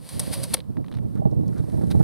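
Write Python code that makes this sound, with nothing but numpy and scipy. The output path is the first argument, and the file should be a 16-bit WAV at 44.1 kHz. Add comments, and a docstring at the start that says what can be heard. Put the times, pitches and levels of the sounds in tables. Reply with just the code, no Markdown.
"""Gusty wind rumbles and burbles on the microphone outdoors, its main push opposite in the two channels.
A steel tape measure runs back into its plastic case: gritty noise hisses in the slot, resonant noise drones
as the spool, and bursts with ringing modes slap and clack the hook home. Then short noise bursts creak,
click and scuff the case in the hand, and sleeves rustle faintly. A soft outdoor hiss lies underneath."""
import sys
import numpy as np
from scipy import signal
from scipy.fft import rfft, irfft, next_fast_len
from scipy.io import wavfile
from scipy.ndimage import map_coordinates

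SR = 44100
rng = np.random.default_rng(int(sys.argv[2]) if len(sys.argv) > 2 else 0)


def int16_out(signal):
    """Quantize to a 16-bit WAV file."""
    q = np.round(np.clip(np.atleast_2d(signal).T, -1, 1) * 32767)
    wavfile.write(sys.argv[1], SR, q.astype(np.int16))


N = 89611
TIME = np.arange(N) / SR  # seconds

# Wind strength. Each row: time in seconds, level in dB.
WIND_LEVEL = [(0, -36), (.08, -41), (.16, -22.5), (.25, -28.5), (.42, -28.5), (.52, -27.5), (.63, -35),
              (.76, -31.5), (.9, -31), (.97, -24.5), (1.06, -22.5), (1.12, -31.5), (1.19, -21.5),
              (1.3, -24.5), (1.41, -20.5), (1.6, -22.5), (1.68, -28), (1.8, -21.5), (2.03, -18)]
# Single buffets. Each row: centre in seconds, level in dB, half width in seconds,
# burble in dB relative to the buffet.
BUFFETS = [(0.275, -20.5, 0.0051, -13), (0.31, -21, 0.0053, -25), (.70, -23.5, 0.0075, -27.5),
           (0.789, -21, .016, -12), (1.157, -26.5, 0.005, -4), (1.27, -18.5, 0.0071, -5),
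           (1.325, -19, 0.0076, -7.5), (1.391, -17.5, 0.011, -16), (1.602, -17.5, 0.0046, -18),
           (1.642, -35.5, 0.0037, 8.5), (1.743, -20, 0.01, -10.5), (1.788, -18, 0.0072, -8.5),
           (1.835, -16.5, 0.006, -9.5), (1.951, -15.5, 0.0037, -1), (2.003, -17.5, 0.0081, -4.5)]
# Spectrum of the low rumble. Each row: frequency in Hz, level in dB.
RUMBLE_COLOUR = [(25, -29), (50, -11), (80, -2.5), (130, 1.5), (190, -2), (280, -10), (450, -20),
                 (750, -31), (1100, -50.5), (1800, -72.5), (4000, -89)]
# Spectrum of the higher burble. Each row: frequency in Hz, level in dB.
BURBLE_COLOUR = [(150, -13), (330, 13), (520, 6), (800, -1.5), (1150, -17), (1700, -44), (4000, -67)]
# Hollow bumps at the microphone. Each row: start in seconds, level in dB, relative low thump in dB.
BUMPS = [(1.2185, -22.5, -13), (1.2542, -16.5, 12.5)]
# Upper modes of a bump. Each row: frequency in Hz, relative level in dB, 60 dB decay in seconds.
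BUMP_RING = [(626, 9.5, 0.03), (797, 0.5, 0.061)]
# Low modes of a bump. Each row: frequency in Hz, relative level in dB, 60 dB decay in seconds.
BUMP_THUMP = [(144, 1.5, 0.083), (196, 1.5, 0.074)]
WIND_LEFT_DB, WIND_APART_DB = -5, -15  # left channel's share; unshared turbulence in each channel
FLUTTER_DB, FLUTTER_PER_S = 1.5, 44.53
BURBLE_DB, BURBLE_FLUTTER_DB, BURBLE_FLUTTER_PER_S = -18, 8, 70
BUMP_RISE_S = 0.0027

# Spectrum of the outdoor hiss. Each row: frequency in Hz, level in dB.
AIR_COLOUR = [(300, -18.5), (1000, 4), (2100, -16), (3000, -14), (4600, -18.5), (6700, -21), (10000, -19),
              (16000, -16.5)]
AIR_DB = -63

# Blade rubbing in the slot. Each row: time in seconds, level in dB.
BLADE_LEVEL = [(0, -59.5), (.05, -51), (.135, -42.5), (.183, -46.5), (.22, -42), (.28, -43), (.312, -44),
               (.336, -29), (.365, -41.5), (.42, -43), (.445, -37.5), (.465, -48.5), (.527, -42.5),
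               (.556, -47), (.585, -54.5), (.635, -75)]
# Spectrum of the rubbing. Each row: frequency in Hz, level in dB.
BLADE_COLOUR = [(400, -10.5), (900, -1.5), (1400, -9), (2150, -4), (2800, -4.5), (3600, -4), (4600, 0.5),
                (5700, -9.5), (7400, -11.5), (8250, -0.5), (10300, 2), (11500, -2), (13500, -10),
                (16000, -26)]
# The turning spool. Each row: time in seconds, level in dB.
SPOOL_LEVEL = [(0, -62.5), (.12, -55), (.18, -47), (.36, -43), (.46, -43.5), (.51, -62.5), (.585, -45),
               (.63, -63)]
# Resonances of the drone. Each row: frequency in Hz, width in Hz, relative level in dB.
SPOOL_MODES = [(482, 95, -4), (542, 67, 7), (724, 110, -6), (900, 150, -12.5), (1150, 120, -13)]
GRIT_PER_S, GRIT_DB = 280, -15
GRAIN_T60_S, GRAIN_SIZE_DB = .004, 3.5  # decay and random spread of the grains
SPOOL_WANDER, SPOOL_WANDER_PER_S = .025, 35  # speed spread as a fraction; curve knots a second

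# Sleeve rustle. Each row: time in seconds, level in dB.
CLOTH_LEVEL = [(0, -76), (1.0, -69.5), (1.17, -66), (1.25, -70.5), (1.44, -65.5), (1.58, -59.5),
               (1.65, -59.5), (1.71, -57), (1.88, -57.5), (2.03, -55)]
# Spectrum of the rustle. Each row: frequency in Hz, level in dB.
CLOTH_COLOUR = [(700, 0), (1500, -7), (2200, -8), (2900, -17), (4000, -9), (6300, -16), (9000, -7),
                (11500, -7.5), (16000, -37)]
SNAG_PER_S, SNAG_DB = 70, -7.5

# Blade slaps, then the hook striking the case. Each row: start in seconds, level in dB,
# relative low body in dB, 60 dB decay in seconds.
CLACKS = [(0.0895, -35, -8, 0.044), (0.1946, -17, -9, .012), (0.198, -21, -13.5, 0.034),
          (0.4329, -26, -8, .025), (0.4377, -26, -8.5, .025), (0.536, -30.5, 6.5, .02),
          (0.5395, -9.5, -15.5, .017), (0.5424, -17, -2.5, 0.022)]
# Modes of the steel. Each row: frequency in Hz, relative level in dB, 60 dB decay in seconds.
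STEEL_MODES = [(3390, -14, 0.039), (4730, -6, 0.037), (5230, -14, 0.032), (6500, -11.5, 0.029),
               (8360, -18, .022), (8530, 1.5, .022), (9720, -23, 0.011), (9800, 3, 0.018),
               (10600, -17.5, 0.036), (11240, 2.5, .02), (12100, -13.5, .02)]
# Spectrum of the bright crack. Each row: frequency in Hz, level in dB.
CRACK_COLOUR = [(1000, -30.5), (3000, -25.5), (5000, -6), (7400, -12), (8200, -1.5), (10500, 2.5),
                (12500, -11.5), (14000, -14.5), (16000, -28)]
# Spectrum of the duller plastic rattle. Each row: frequency in Hz, level in dB.
BODY_COLOUR = [(150, -9), (500, -0.5), (950, 1), (1400, -3.5), (2100, 0.5), (3000, -1.5), (4600, 4.5),
               (5600, -7.5), (6800, -15), (12000, -32.5)]
# Modes of the whole case. Each row: frequency in Hz, relative level in dB, 60 dB decay in seconds.
CASE_MODES = [(290, -4, 0.031), (530, 5, 0.037), (730, -5.5, 0.032), (830, -8.5, .022), (880, -7, 0.036),
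              (1163, -2.5, .025), (1720, -17, 0.044), (2170, -6.5, .02), (2240, -2, .02)]
STOP_S, STOP_DB = .5460, -28.5  # the stop knocks the whole case
RING_DB, CRACK_DB, CLACK_RISE_S = -3, -1.5, 0.00033

# The case rattling and creaking in the hand. Each row: start in seconds, level in dB,
# relative upper middle in dB, relative treble in dB.
TICKS = [(0.5692, -39.5, 0.5, -20), (0.5792, -48, 0.5, -6.5), (.5885, -43, 2.5, -13),
         (0.6035, -46.5, 3, -10), (.640, -59, -1.5, -5), (0.7686, -40, -17, -25),
         (0.8435, -44.5, -8.5, -19), (.8631, -55.5, -3, -16), (0.882, -48, -2, -14), (0.9144, -44, -2, -11),
         (0.925, -47, 5, -18), (0.94, -44.5, -5, -9.5), (0.949, -45, 2.5, -21), (0.9695, -43, -1.5, -10),
         (0.985, -42, -13, -26), (1.155, -55.5, -5.5, -4.5), (1.1751, -51, -12, -14),
         (1.4873, -45, -8.5, -18)]
# Spectrum of a tick's dull part. Each row: frequency in Hz, level in dB.
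TICK_COLOUR = [(300, -4), (900, 10.5), (1400, 3), (2200, 3), (3000, -8.5), (4200, -21), (8000, -32),
               (15000, -49)]
# Spectrum of a tick's upper middle. Each row: frequency in Hz, level in dB.
TICK_UPPER_COLOUR = [(1500, -14), (2800, 0.5), (3900, 5), (5000, -6.5), (6300, -15), (9000, -25),
                     (15000, -28.5)]
# Light fingernail clicks on the case. Each row: start in seconds, level in dB.
NAILS = [(1.3125, -55.5), (1.4792, -48), (1.581, -53)]
# Spectrum of a nail click. Each row: frequency in Hz, level in dB.
NAIL_COLOUR = [(1500, -26), (3000, -23), (4200, -10), (5600, -4), (7000, -9), (10000, -12), (15000, -22)]
# Short scuffs of the hand on the case. Each row: centre in seconds, level in dB, half width in seconds.
SCUFFS = [(1.585, -55.5, 0.0126), (1.700, -51.5, .002), (1.9085, -44, 0.0041), (1.9165, -37.5, 0.0055)]
# Spectrum of a scuff. Each row: frequency in Hz, level in dB.
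SCUFF_COLOUR = [(400, 4), (1000, -0.5), (2100, -7), (2900, -9), (3800, -2), (5400, -12), (7000, -17),
                (9500, -9), (15000, -22.5)]
# Fingers rubbing on the case. Each row: centre in seconds, level in dB, half width in seconds.
RUBS = [(1.175, -57.5, 0.013), (1.53, -58, 0.0033), (1.578, -57, 0.021), (1.82, -54, 0.0071),
        (2.012, -52, 0.0078)]
# Spectrum of a rub. Each row: frequency in Hz, level in dB.
RUB_COLOUR = [(600, -11), (1150, 4), (1400, 5.5), (1700, -3), (2400, -16), (6000, -29), (15000, -36)]
TICK_T60_S, TICK_RISE_S, NAIL_T60_S = .022, .0003, 0.0205

# Stereo balance of the tape measure. Each row: frequency in Hz, left minus right in dB.
TAPE_BALANCE = [(300, 0), (1200, 2), (2400, -0.3), (4400, -1.8), (8200, 2.7), (11000, 2), (14000, 8)]
LEFT_LAG_S = 1.7e-5
SCATTER_DB, SCATTER_T60_S = -14.5, 0.021
SPREAD_DB = -14
TOP_HZ = 16000


def amp(db):
    """Decibels to gain."""
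    return 10 ** (np.asarray(db) / 20)


def unit(x):
    """Scale to rms 1."""
    return x / np.sqrt(np.mean(x ** 2) + 1e-20)


def along(points, hz):
    """Read (Hz, value) points on a log frequency axis."""
    f, v = np.transpose(points)
    return np.interp(np.log(hz + 1), np.log(f + 1), v)


def level(points):
    """Gain per sample from (s, dB) points."""
    return amp(np.interp(TIME, *np.transpose(points)))


def wobble(rate):
    """A smooth random curve through rate knots a second."""
    knots = rng.standard_normal(int(N * rate / SR) + 4)
    return map_coordinates(knots, [TIME * rate])


def filtered(x, response):
    """Shape the spectrum of x by a complex response of frequency."""
    m = next_fast_len(N + SR // 2)
    spectrum = rfft(x, m) * response(np.fft.rfftfreq(m, 1 / SR))
    return irfft(spectrum, m)[..., :N]


def noise(colour, grain_db=0):
    """Coloured noise of rms 1, bunched into tiny grains where grain_db is above 0."""
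    white = rng.standard_normal(N) * amp(grain_db * wobble(1500))
    return unit(filtered(white, lambda hz: amp(along(colour, hz))))


def strike(s, t60, rise):
    """Envelope of a blow at time s: a quick rise and an exponential decay."""
    t = np.maximum(TIME - s, 0)
    return (1 - np.exp(-t / rise)) * np.exp(-np.log(1000) * t / t60)


def ring(modes, s, rise):
    """Decaying sine modes struck at time s, with random level and phase each time."""
    chance = rng.standard_normal((len(modes), 2))
    out = 0
    for (hz, db, t60), (more_db, cycles) in zip(modes, chance):
        tone = np.sin(2 * np.pi * (hz * (TIME - s) + cycles))
        out = out + amp(db + more_db) * strike(s, t60, rise) * tone
    return out


def swells(rows):
    """Bell-shaped envelopes from (s, dB, half width s) rows."""
    return sum(amp(db) * np.exp(-.5 * ((TIME - s) / width) ** 2) for s, db, width in rows)


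def turbulence(strength, colour):
    """Noise of changing strength, coloured afterwards by the microphone."""
    push = strength * rng.standard_normal(N)
    return np.std(push) * unit(filtered(push, lambda hz: amp(along(colour, hz))))


def wind():
    """Fluttering rumble and burble with buffets and bumps, opposite in sign in the two channels."""
    flow = level(WIND_LEVEL) * unit(amp(FLUTTER_DB * wobble(FLUTTER_PER_S)))
    low = flow + swells([(s, db, width) for s, db, width, _ in BUFFETS])
    burble_flutter = unit(amp(BURBLE_FLUTTER_DB * wobble(BURBLE_FLUTTER_PER_S)))
    burble_buffets = swells([(s, db + burble_db, width) for s, db, width, burble_db in BUFFETS])
    high = amp(BURBLE_DB) * flow * burble_flutter + burble_buffets
    bumps = 0
    for s, db, thump_db in BUMPS:
        hollow = ring(BUMP_RING, s, BUMP_RISE_S)
        thump = amp(thump_db) * ring(BUMP_THUMP, s, BUMP_RISE_S)
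        bumps = bumps + amp(db) * (hollow + thump)
    shared = turbulence(low, RUMBLE_COLOUR) + turbulence(high, BURBLE_COLOUR) + bumps
    # independent turbulence in each channel
    apart = np.array([turbulence(flow, RUMBLE_COLOUR), turbulence(flow, RUMBLE_COLOUR)])
    return np.array([-amp(WIND_LEFT_DB) * shared, shared]) + amp(WIND_APART_DB) * apart


def outdoor_air():
    """Faint steady hiss of coloured noise, independent in each channel."""
    return amp(AIR_DB) * np.array([noise(AIR_COLOUR), noise(AIR_COLOUR)])


def grains(per_s, colour):
    """Sparse decaying noise ticks at random times and of uneven size, rms 1 overall."""
    hits = (rng.random(N) < per_s / SR) * amp(GRAIN_SIZE_DB * rng.standard_normal(N))
    decay = np.exp(-np.log(1000) / (GRAIN_T60_S * SR))
    envelope = signal.lfilter([1], [1, -decay], hits)
    return unit(envelope * noise(colour))


def spool_response(hz):
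    """Sum of band resonances with alternating sign, for the hollow drone in the case."""
    out = 0
    for k, (centre, width, db) in enumerate(SPOOL_MODES):
        band = 1j * hz * width / (centre * centre - hz * hz + 1j * hz * width)
        out = out + (-1) ** k * amp(db) * band
    return out


def blade():
    """Gritty hiss of the blade in the slot, over the drone of a spool turning at unsteady speed."""
    rub = noise(BLADE_COLOUR, grain_db=1.0)
    grit = amp(GRIT_DB) * grains(GRIT_PER_S, BLADE_COLOUR)
    speed = 1 + SPOOL_WANDER * wobble(SPOOL_WANDER_PER_S)
    steady_drone = unit(filtered(rng.standard_normal(N), spool_response))
    drone = map_coordinates(steady_drone, [np.cumsum(speed)])  # read through at the varying speed
    return level(BLADE_LEVEL) * (rub + grit) + level(SPOOL_LEVEL) * drone


def sleeves():
    """Faint rustle of coloured noise with small snags as the arms move."""
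    rustle = noise(CLOTH_COLOUR, grain_db=1)
    snags = amp(SNAG_DB) * grains(SNAG_PER_S, CLOTH_COLOUR)
    return level(CLOTH_LEVEL) * (rustle + snags)


def clacks():
    """Each blow is a bright crack, a brief steel ring and a duller plastic rattle; the stop rings the case."""
    crack, body = noise(CRACK_COLOUR), noise(BODY_COLOUR)
    out = amp(STOP_DB) * ring(CASE_MODES, STOP_S, CLACK_RISE_S)
    for s, db, body_db, t60 in CLACKS:
        burst = strike(s, t60, CLACK_RISE_S) * (amp(CRACK_DB) * crack + amp(body_db) * body)
        steel = .5 * amp(RING_DB) * ring(STEEL_MODES, s, CLACK_RISE_S)
        out = out + amp(db) * (burst + steel)
    return out


def handling():
    """Dry creaks and nail clicks as decaying noise; scuffs and rubs of the case as noise swells."""
    dull = noise(TICK_COLOUR, grain_db=4.5)
    upper = noise(TICK_UPPER_COLOUR, grain_db=6)
    treble = noise(CRACK_COLOUR)
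    ticks = 0
    for s, db, upper_db, treble_db in TICKS:
        mix = dull + amp(upper_db) * upper + amp(treble_db) * treble
        ticks = ticks + amp(db) * strike(s, TICK_T60_S, TICK_RISE_S) * mix
    nail_envelope = sum(amp(db) * strike(s, NAIL_T60_S, TICK_RISE_S) for s, db in NAILS)
    nails = nail_envelope * noise(NAIL_COLOUR)
    scuffs = swells(SCUFFS) * noise(SCUFF_COLOUR, grain_db=2)
    rubs = swells(RUBS) * noise(RUB_COLOUR)
    return ticks + nails + scuffs + rubs


def tape_measure():
    """Everything that sounds at the hands."""
    return blade() + clacks() + handling() + sleeves()


def place(x):
    """Stereo by balance and a slight left lag, with a short random scatter that differs between channels."""
    t = TIME[:SR // 8]
    tail = rng.standard_normal((2, len(t))) * np.exp(-np.log(1000) * t / SCATTER_T60_S)
    tail = tail / np.linalg.norm(tail[0])
    scatter = signal.fftconvolve(x[None], tail, axes=1)[:, :N]
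    sides = np.array([[.5], [-.5]])  # each channel takes half of the balance and lag

    def side_response(hz):
        """Level and delay of each channel."""
        lag = np.exp(-2j * np.pi * hz * sides * LEFT_LAG_S)
        return amp(sides * along(TAPE_BALANCE, hz)) * lag

    return filtered(x + amp(SCATTER_DB) * scatter, side_response)


def scene():
    """Wind over a faint outdoor hiss, and the tape measure slightly spread between the channels."""
    air = outdoor_air()
    gusts = wind()
    direct = place(tape_measure())
    spread = amp(SPREAD_DB) * tape_measure()  # fresh noise at the same times, opposite in the channels
    return direct + np.array([spread, -spread]) + gusts + air


def record(dry):
    """Nothing passes from the band limit up."""
    return filtered(dry, lambda hz: hz < TOP_HZ)


dry = scene()
out = record(dry)
int16_out(out)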